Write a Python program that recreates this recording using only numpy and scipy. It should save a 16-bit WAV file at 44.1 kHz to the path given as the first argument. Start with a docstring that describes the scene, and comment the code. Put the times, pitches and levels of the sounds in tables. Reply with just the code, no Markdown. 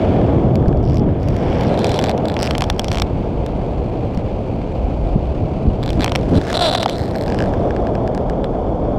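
"""Wind comes first, rushing and buffeting right on the microphone of a camera on a paraglider in flight.
The camera is swung round twice on its stiff plastic mount, centimetres from the microphone. The joint
sticks and slips: it ticks, snaps and creaks, heard straight through the housing. The hiss of the air
changes colour as the camera turns. Out in the open sky there is no echo."""
import sys
import numpy as np
from scipy import signal
from scipy.fft import rfft, irfft, next_fast_len
from scipy.io import wavfile

SR = 44100
rng = np.random.default_rng(int(sys.argv[2]) if len(sys.argv) > 2 else 0)


def bounce(signal):
    """Save signal as a 16-bit WAV file at the path given by the first command-line argument."""
    frames = np.transpose(np.atleast_2d(signal))
    limited = np.clip(frames, -1, 1)
    pcm = np.round(limited * 32767).astype(np.int16)
    wavfile.write(sys.argv[1], SR, pcm)


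N = 396018
TIME = np.arange(N) / SR


def from_db(db):
    """Decibels to gain."""
    return 10 ** (np.asarray(db) / 20)


def rms_one(x):
    """Scale to unit rms."""
    return x / np.sqrt(np.mean(x ** 2) + 1e-20)


def in_time(rows):
    """Each column of a curve, at every sample."""
    times, *columns = np.transpose(rows)
    return [np.interp(TIME, times, column) for column in columns]


def add(track, start_s, sound):
    """Mix a short sound into the track."""
    i = int(np.clip(start_s * SR, 0, N - len(sound)))
    track[i:i + len(sound)] += sound


def coloured(spectrum, size=N):
    """Noise with the given spectrum; rms 1."""
    padded = next_fast_len(size)
    hz, db = np.transpose(spectrum)
    bins = np.maximum(np.fft.rfftfreq(padded, 1 / SR), 1)
    gain = from_db(np.interp(np.log(bins), np.log(hz), db))
    white = rfft(rng.standard_normal(padded))
    return rms_one(irfft(white * gain, padded)[:size])


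def band(x, low_hz, high_hz):
    """One band of a sound; rms 1."""
    return rms_one(signal.sosfilt(signal.butter(4, [low_hz, high_hz], "band", fs=SR, output="sos"), x))


def flutter(per_s, depth_db):
    """A gain that wanders at random about per_s times a second; rms 1."""
    knots = np.clip(rng.standard_normal(N // 8), -2.5, 2.5)
    return rms_one(from_db(depth_db * np.interp(TIME * per_s, np.arange(len(knots)), knots)))


# Turbulence at the microphone port. Each row: time in seconds, relative rumble and buffeting in dB.
PORT_TURBULENCE = [(0.0, -31, -19.5), (0.3, -24.5, -15.5), (0.7, -22, -16.5), (1.05, -25, -14),
                   (1.25, -26.5, -19), (1.7, -28.5, -22), (2.2, -33, -25.5), (2.7, -25, -24),
                   (3.4, -24.5, -24.5), (4.5, -30, -24.5), (5.1, -18, -24.5), (5.9, -25, -22),
                   (6.3, -29, -24), (6.55, -30, -27.5), (7.1, -35, -25.5), (7.5, -24, -25),
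                   (8.3, -25.5, -27), (8.98, -25, -26)]
# Air streaming along the housing. Each row: time in seconds, relative rush and hiss in dB.
AIRSTREAM = [(0.0, -19.5, -38.5), (0.3, -19.5, -43.5), (0.7, -23.5, -53), (1.2, -27.5, -49.5),
             (1.55, -20, -37.5), (2.1, -20.5, -45.5), (2.45, -22.5, -46.5), (2.7, -26, -47.5),
             (3.4, -25.5, -46.5), (4.4, -27.0, -47.5), (5.8, -26.5, -47), (6.4, -26, -47.5),
             (7.05, -25.5, -51.5), (7.5, -20.0, -49), (8.4, -22.5, -54), (8.98, -21.5, -53.5)]
# How the camera faces the air. Each row: time in seconds, head-on share of the hiss from 0 to 1.
HEAD_ON_SHARE = [(0, 0.37), (.9, 0), (1.35, 0.14), (3.1, 0.74), (5.8, 0.89), (6.4, 0.8), (7.4, 0),
                 (8.98, 0.13)]
# Wind colours at the microphone: the roar, the hiss head-on and side-on, and the faint whistle of
# side-on air in a gap of the housing. Each row: frequency in Hz, relative spectral density in dB.
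ROAR_COLOUR = [(12, -44.5), (20, -5), (42, -4.5), (65, 0), (123, 0), (261, -7), (296, -6.5), (343, -7.5),
               (504, -9), (701, -11.5), (1190, -30), (1600, -32.5), (2080, -71), (3520, -120)]
HEAD_ON_COLOUR = [(590, -33), (1000, -10), (1360, -13.5), (1450, -10.5), (1680, -16), (1840, -17),
                  (2340, -7), (2800, -10), (3760, -18.5), (4510, -17), (5110, -24), (8040, -32.5),
                  (10100, -40), (13400, -46), (15000, -55)]
SIDE_ON_COLOUR = [(700, -17.5), (1000, -6.5), (1400, -10), (1650, -6), (1900, -10.5), (2250, -8),
                  (2700, -14.5), (3100, -12), (3450, -14), (3850, -23.5), (4250, -27.5), (5200, -30),
                  (7000, -40), (8200, -45.5), (10500, -56.5), (15000, -68)]
WHISTLE_COLOUR = [(2000, -60), (3050, -11), (3400, 1.5), (3650, -6.5), (3900, -22), (4300, -9),
                  (5000, -12.5), (8000, -22), (11000, -35), (15000, -44)]


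def wind():
    """Right at the microphone, large eddies rumble and buffet, smaller ones roar, the finest hiss."""
    rumble_db, buffet_db = in_time(PORT_TURBULENCE)
    rush_db, hiss_db = in_time(AIRSTREAM)
    roar_db = 7 + 0.49 * buffet_db + 0.78 * rush_db   # follows the bands on either side
    rumble = from_db(rumble_db + 1.0) * band(coloured(ROAR_COLOUR), 23.3, 65.5)
    buffeting = from_db(buffet_db + 0.34) * band(coloured(ROAR_COLOUR), 70.2, 156.8)
    roar = from_db(roar_db) * band(coloured(ROAR_COLOUR), 165.4, 391.5)
    rush = from_db(rush_db - 0.04) * band(coloured(ROAR_COLOUR), 415.0, 1360)
    head_on = np.clip(in_time(HEAD_ON_SHARE)[0], 0, 1)
    front_hiss = from_db(0.5) * np.sqrt(head_on) * coloured(HEAD_ON_COLOUR)
    side_hiss = from_db(4.0) * np.sqrt(1 - head_on) * coloured(SIDE_ON_COLOUR)
    hiss = from_db(hiss_db) * (front_hiss + side_hiss) * flutter(per_s=360, depth_db=2.0)
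    passing_eddies = flutter(per_s=120, depth_db=0.94)
    gusts = flutter(per_s=23, depth_db=1.0)
    whistle = from_db(rush_db - 35.5) * np.sqrt(1 - head_on) * coloured(WHISTLE_COLOUR)
    return (rumble + buffeting) * gusts + (roar + rush + hiss + whistle) * passing_eddies


# Single eddies hitting the housing. Each row: peak time in seconds, level in dB, build-up in seconds,
# pitch in Hz.
EDDY_HITS = [(0.687, -5, 0.011, 93), (1.02, -16, 0.036, 130), (1.09, -13.5, 0.058, 139),
             (3.403, -21, 0.022, 90), (4.176, -12.5, 0.006, 95), (5.165, -6.5, 0.015, 108),
             (5.437, -13, 0.019, 74.5), (5.686, -5.5, 0.024, 78.6), (6.0, -11, 0.032, 111),
             (6.34, -12, 0.054, 131), (6.382, -8, 0.066, 157)]
# The spectrum of one eddy. Each row: multiple of its pitch, relative level in dB.
EDDY_COLOUR = [(.2, -15), (.5, 0.5), (1, -2.5), (1.8, -1.5), (3.2, -13), (6, -24), (16, -62.5), (45, -110)]


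def buffets():
    """An eddy builds up against the microphone port and breaks away at once; smaller ones sound higher."""
    out, break_away_s = np.zeros(N), .007
    t = np.arange(-8192, 2048) / SR
    for peak_s, db, build_s, pitch_hz in EDDY_HITS:
        spectrum = [(multiple * pitch_hz, level_db) for multiple, level_db in EDDY_COLOUR]
        thump = coloured(spectrum, size=len(t))
        swell = np.exp(-(t / np.where(t < 0, build_s, break_away_s)) ** 2)
        thump_rms = np.sqrt(np.average(thump ** 2, weights=swell ** 2))
        add(out, peak_s + t[0], from_db(db) * swell * thump / thump_rms)
    return out


# Pushes on the dry joint. Each row: peak time in seconds, level in dB, swell and fade in seconds.
RUB_PUSHES = [(.7, -64, 0.11, 0.075), (.96, -55, 0.053, 0.036), (1.3, -48.5, 0.09, 0.25),
              (1.88, -47, 0.15, 0.062), (2.46, -36, 0.057, 0.091), (2.95, -39, 0.063, 0.03),
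              (5.88, -48, 0.026, 0.71), (6.52, -33.5, 0.16, 0.042), (7.0, -47, 0.071, 0.1),
              (7.38, -48, 0.49, 0.52)]
# The rasp, heard through the housing. Each row: frequency in Hz, relative spectral density in dB.
RASP_COLOUR = [(500, -21.5), (1300, 9.5), (1700, 9.5), (2250, 1.5), (2750, 0.5), (3300, 0.5), (3950, -1),
               (5600, -3.5), (6500, -9), (8200, -14), (9200, -14), (10400, -21.5), (15000, -28)]


def rubbing():
    """The faces of the joint grind with a fine, grainy rasp that swells and fades with each push."""
    grain = flutter(per_s=700, depth_db=7)
    pressure = np.zeros(N)
    for peak_s, db, swell_s, fade_s in RUB_PUSHES:
        slope_s = np.where(TIME < peak_s, swell_s, fade_s)
        pressure += from_db(db) * np.exp(-np.abs(TIME - peak_s) / slope_s)
    return pressure * coloured(RASP_COLOUR) * grain


def contact(modes, scatter_db, grit, grit_s, bright_db=0, weight_db=0, rebound=0, build_s=0):
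    """One release of the joint: a jolt and a tearing noise ring the plastic; energy of 4 ms at rms 1."""
    t = np.arange(1024) / SR
    hz, db, t60 = np.transpose(modes)
    db = db + scatter_db * rng.standard_normal(len(hz))
    db = db + bright_db / (1 + (4400 / hz) ** 4)   # a sharper release reaches the upper modes
    db = db + weight_db / (1 + (hz / 1400) ** 4)   # a harder one shakes the whole housing
    heights = from_db(db) * (-1) ** np.arange(len(hz))
    decays = np.exp(-np.log(1000) * np.outer(1 / t60, t))
    ring = heights @ (np.sin(2 * np.pi * np.outer(hz, t)) * decays)
    if build_s:   # a sliding release feeds the modes gradually
        ring = ring * (1 - np.exp(-t / build_s))
    force = grit * rng.standard_normal(len(t)) * np.exp(-t / grit_s)
    force[0] = 1
    rebound_s = 0.000857 * np.exp(.1 * rng.standard_normal())
    force[int(rebound_s * SR)] += rebound
    sound = signal.fftconvolve(force, ring)[:len(t)]
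    return sound / np.sqrt(np.sum(sound ** 2) / (.004 * SR))


# Small releases, close by the microphone. Each row: start in seconds, relative level in dB.
THIN_TICKS = [(0.556, -31.5), (0.6827, -39.5), (0.7726, -48), (0.898, -41), (0.9442, -40), (0.971, -37),
              (1.2312, -44), (1.286, -36), (1.3657, -37), (1.6097, -33), (1.635, -34.5), (4.147, -43)]
CREEP_TICKS = [(6.966, -39), (6.983, -34), (6.994, -34), (7.002, -39), (7.01, -37), (7.018, -38),
               (7.031, -41), (7.037, -38), (7.044, -46), (7.051, -42), (7.058, -40), (7.067, -44),
               (7.079, -40), (7.088, -45), (7.111, -38), (7.16, -33.5), (7.173, -44), (7.184, -36),
               (7.211, -32.5), (7.223, -37), (7.237, -35), (7.262, -35)]
# The ring of each kind. Each row: frequency in Hz, relative level in dB, seconds to fall by 60 dB.
TICK_RING = [(2270, 4.5, 0.0048), (4550, 0.5, 0.0076), (5700, -6, 0.0065), (7000, -7, 0.0045),
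             (8550, -17, 0.0054), (9900, -15, 0.003), (12200, -12, 0.0027), (14500, -21, .002)]
CREEP_RING = [(1750, -0.5, .006), (2200, -4, .005), (3300, -9, .005), (4150, -2, .007), (5200, -6, .004),
              (6900, -12, 0.0028), (8100, -9, .003), (10300, -17, .003), (12000, -19, .005),
              (13200, -23, .003), (14600, -22, .005)]


def ticks():
    """The joint lets go in thin, bright ticks, and in fine, glassy ones as it creeps to rest."""
    out = np.zeros(N)
    for start, db in THIN_TICKS:
        add(out, start, from_db(db + 2.0) * contact(TICK_RING, scatter_db=1.5, grit=0.09, grit_s=0.001))
    for start, db in CREEP_TICKS:
        add(out, start, from_db(db + 1.5) * contact(CREEP_RING, scatter_db=2.0, grit=0.04, grit_s=0.001))
    return out


# Knocks in the mount. Each row: start in seconds, relative level in dB, brightness in dB.
MOUNT_KNOCKS = [(0.626, -41, -17), (0.659, -38, -16), (0.728, -37, -21), (1.089, -40, -16),
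                (7.154, -30.5, 1), (7.28, -30, 1), (7.3008, -32, 4), (7.322, -29.5, -1), (7.3454, -31.5, 7),
                (7.3883, -27, 0), (7.4041, -24.5, -5), (7.4233, -26, 0), (7.4397, -32, -1),
                (7.4588, -34, 4), (7.537, -31, -1), (7.707, -28, -11), (7.764, -32, -2),
                (7.8698, -31.5, -1), (7.953, -32.5, -3), (8.0765, -32, -1), (8.1487, -35.5, 10),
                (8.177, -34, 0), (8.298, -32, 1)]
# Their ring. Each row: frequency in Hz, relative level in dB, seconds to fall by 60 dB.
KNOCK_RING = [(1640, -5.5, 0.012), (2470, -13, 0.009), (2870, -11.5, 0.006), (4240, -10, 0.003),
              (4980, -9.5, 0.003), (8000, -17, 0.0014), (11100, -25.5, 0.0015)]


def knocks():
    """The mount rattles and settles with hollow knocks."""
    out = np.zeros(N)
    for start, db, bright_db in MOUNT_KNOCKS:
        knock = contact(KNOCK_RING, scatter_db=1.5, grit=0.1, grit_s=0.0009, bright_db=bright_db)
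        add(out, start, from_db(db + 2.2) * knock)
    return out


def stick_slip(runs, modes, uneven, spread_db, grit, build_s=0):
    """A run of slips glides in rate and strength; at high rates they merge into a buzz."""
    out, variants, max_slips = np.zeros(N), 24, 64
    slips = [contact(modes, scatter_db=2.8, grit=grit, grit_s=0.0022, build_s=build_s)
             for _ in range(variants)]
    for start, length, first_per_s, last_per_s, first_db, last_db in runs:
        elapsed = 0
        jitter = rng.standard_normal((max_slips, 2))
        picks = rng.integers(variants, size=max_slips)
        for (wait, strength), pick in zip(jitter, picks):
            if elapsed >= length:
                break
            per_s = np.interp(elapsed, [0, length], [first_per_s, last_per_s])
            db = np.interp(elapsed, [0, length], [first_db, last_db])
            add(out, start + elapsed, from_db(db + spread_db * strength) * slips[pick])
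            elapsed += np.exp(uneven * wait) / per_s
    return out


# Ratcheting in the joint. Each row: start and length in seconds, first and last ticks per second,
# first and last relative level in dB.
RATCHET_RUNS = [(.83, 0.17, 92, 77, -44, -37.5), (1.2, 0.48, 105, 107, -50, -40),
                (2.391, 0.082, 88, 120, -26, -24.5), (2.65, .26, 50, 60, -50, -41),
                (7.27, 0.15, 110, 86, -50, -39)]
# Its ring. Each row: frequency in Hz, relative level in dB, seconds to fall by 60 dB.
RATCHET_RING = [(1350, -0.5, 0.0026), (2920, -7.5, 0.0055), (4880, -2, 0.0028), (5600, -5, 0.0042),
                (7700, -21, 0.0032), (10500, -27, .003), (13300, -26, .002)]


def ratcheting():
    """Turned steadily, the joint catches and lets go in fine, nearly even ticks."""
    return from_db(-1.0) * stick_slip(RATCHET_RUNS, RATCHET_RING, uneven=0.05, spread_db=1.8, grit=.025)


# Light slips of the joint. 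Each row: start in seconds, relative level in dB, brightness in dB.
SINGLE_SLIPS = [(2.1135, -27, 5), (2.2552, -27, 9), (2.2838, -28.5, 13), (2.299, -25, -2),
                (2.319, -28.5, 0), (2.3413, -31, 10), (5.83, -26, 3), (5.836, -26.5, 5), (5.849, -39, 0),
                (5.861, -31, 12), (5.878, -26, -1), (5.891, -25, 0), (5.931, -35, 15), (6.095, -28, 5),
                (6.414, -28.5, 4), (8.443, -25.5, -1.5)]
# Jerky runs of them. Each row: start and length in seconds, first and last slips per second,
# first and last relative level in dB.
JERK_RUNS = [(1.8, 0.17, 122, 125, -43, -35), (1.999, 0.044, 89, 100, -32, -32),
             (2.049, 0.059, 110, 85, -34, -31), (5.9954, 0.04, 107, 197, -27, -29),
             (6.4906, 0.022, 89, 95, -35, -28), (6.881, 0.011, 135, 118, -33, -28)]
# The ring of both. Each row: frequency in Hz, relative level in dB, seconds to fall by 60 dB.
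SLIP_RING = [(630, 5, 0.0083), (1680, -1.5, 0.0053), (2250, -4, 0.006), (3470, -3, 0.0079),
             (4080, -8, 0.012), (4700, -11, 0.01), (5400, -13.5, 0.0037), (7600, -14.5, 0.0029),
             (8540, -24, 0.004), (10100, -26, 0.004), (12300, -30, 0.0033), (14400, -28, .003)]


def slipping():
    """As a turn starts or stops, the joint gives in ringing slips, singly and in uneven runs."""
    singles = np.zeros(N)
    for start, db, bright_db in SINGLE_SLIPS:
        slip = contact(SLIP_RING, scatter_db=1.0, grit=0.07, grit_s=0.001, bright_db=bright_db)
        add(singles, start, from_db(db + 2.5) * slip)
    jerks = stick_slip(JERK_RUNS, SLIP_RING, uneven=0.23, spread_db=0.5, grit=0.074)
    return singles + from_db(8.0) * jerks


# Soft creaks, heard through the housing. Each row: start and length in seconds, first and last slips
# per second, first and last relative level in dB.
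SOFT_CREAK_RUNS = [(1.66, 0.15, 130, 110, -41, -36), (1.8, .18, 230, 240, -38.5, -32.5),
                   (6.344, 0.039, 270, 350, -37, -31), (6.903, 0.066, 340, 320, -33, -40)]
# Spurts of the loud creak; the joint sticks between them. Each row: start and length in seconds.
LOUD_SPURTS = [(6.541, 0.017), (6.569, 0.0079), (6.591, 0.0068), (6.608, .091), (6.71, 0.008),
               (6.727, 0.013), (6.747, 0.014), (6.774, 0.011), (6.798, 0.016), (6.822, 0.022)]
# Its pitch follows the speed of the twist. Each row: time in seconds, slips per second.
TWIST_SLIP_RATE = [(6.545, 287), (6.575, 367), (6.615, 360), (6.698, 288), (6.72, 383), (6.775, 358),
                   (6.805, 326), (6.84, 285)]
# The ring of every creak. Each row: frequency in Hz, relative level in dB, seconds to fall by 60 dB.
CREAK_RING = [(650, 2.5, 0.014), (1400, -4, 0.005), (2100, -7.5, 0.004), (2860, -7, .004),
              (3560, -1, 0.0078), (3940, -6, 0.012), (4120, -2, 0.0084), (4740, -14.5, 0.0086),
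              (5550, -11, 0.0044), (7270, -16, 0.0035), (8250, -14, 0.0039), (10600, -13, 0.0024),
              (13400, -26, .003), (14600, -31, .004)]


def creaking():
    """Fast stick-slip buzzes into creaks; the loud one peaks with the twist and sags to either side."""
    peak_s, width_s = 6.63, 0.19
    spurts = []
    for start, length in LOUD_SPURTS:
        ends = np.array([start, start + length])
        per_s = np.interp(ends, *np.transpose(TWIST_SLIP_RATE))
        sag_db = 9 * np.minimum(((ends - peak_s) / width_s) ** 2, 2)
        spurts.append((start, length, *per_s, *(-16 - sag_db)))
    soft = stick_slip(SOFT_CREAK_RUNS, CREAK_RING, uneven=0.07, spread_db=4.5, grit=0.034, build_s=.0003)
    loud = stick_slip(spurts, CREAK_RING, uneven=.06, spread_db=1.5, grit=.025, build_s=.0005)
    return from_db(1.5) * soft + loud


# Snaps, centimetres from the microphone. Each row: start in seconds, relative level in dB,
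# brightness in dB.
HARD_SNAPS = [(1.7913, -30, 4), (1.844, -17.5, 1), (1.868, -29, 4), (1.893, -27, -1), (1.918, -27, 2),
              (1.942, -25, -1), (1.96, -32, 0), (1.9903, -15.5, -0.5), (2.022, -34, -1), (2.04, -19, 0),
              (2.0947, -18.5, -2), (2.178, -30.5, -6), (2.3667, -21.5, -13), (2.429, -20.5, 9),
              (2.474, -23.5, -13), (2.509, -18, -2), (2.5515, -19.5, -16), (2.5809, -22, 6),
              (2.6076, -23, 1), (2.6208, -14.5, -5), (2.64, -22.5, 2), (2.7, -14, 0), (2.7942, -15, 6),
              (2.8442, -24.5, 2), (2.8829, -23, 2), (2.9162, -19.5, 1), (2.929, -31, 5), (2.936, -34, 3),
              (2.946, -24.5, -3), (2.956, -27, -1), (2.972, -24, -5), (2.984, -24, 0), (2.999, -22, 2),
              (3.0197, -14, 2.5), (3.463, -31.5, -5), (4.174, -36.5, -5), (5.9038, -28, 5),
              (6.044, -13, 3.5), (6.0612, -20.5, -9), (6.079, -19.5, -11), (6.1195, -19, -5),
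              (6.1523, -17, -11), (6.158, -15.5, 0.5), (6.529, -22, 0), (6.562, -34, 9), (6.621, -32, 7),
              (6.64, -25, -9), (6.658, -23, -13), (6.75, -12.5, -3), (6.8301, -17, 0), (6.8594, -7.5, -10),
              (6.896, -23, 4)]
# Their ring. Each row: frequency in Hz, relative level in dB, seconds to fall by 60 dB.
SNAP_RING = [(717, -2.5, 0.013), (1240, 1, 0.0024), (1660, -9.5, 0.01), (2290, -2.5, 0.0035),
             (3180, -0.5, 0.0051), (3520, -5, 0.007), (4200, -6, 0.004), (5600, -6.5, 0.0047),
             (7030, -12.5, 0.0033), (8050, -12.5, 0.0032), (10470, -20.5, 0.0034), (12000, -24, 0.0046),
             (14900, -32, .003)]


def snaps():
    """The joint jumps hard and rebounds once; the delay varies, so each snap has a ring of its own."""
    out = np.zeros(N)
    for start, db, bright_db in HARD_SNAPS:
        snap = contact(SNAP_RING, scatter_db=1.0, grit=0.11, grit_s=0.0016,
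                       bright_db=bright_db, weight_db=0.33 * (db + 25), rebound=.25)
        add(out, start, from_db(db + 2.0) * snap)
    return out


def scene():
    """Wind and mount reach one microphone at close range; open air gives no echo."""
    air = wind() + buffets()
    mount = rubbing() + ticks() + knocks() + ratcheting() + slipping() + creaking() + snaps()
    return (air + mount)[None]


def record(dry):
    """The camera rounds the highest peaks and cuts the top of the treble."""
    ceiling, cutoff_hz = 0.6, 15900
    rounded = dry / (1 + (dry / ceiling) ** 6) ** (1 / 6)
    return signal.sosfilt(signal.ellip(10, .1, 90, cutoff_hz, fs=SR, output="sos"), rounded)


dry = scene()
out = record(dry)
bounce(out)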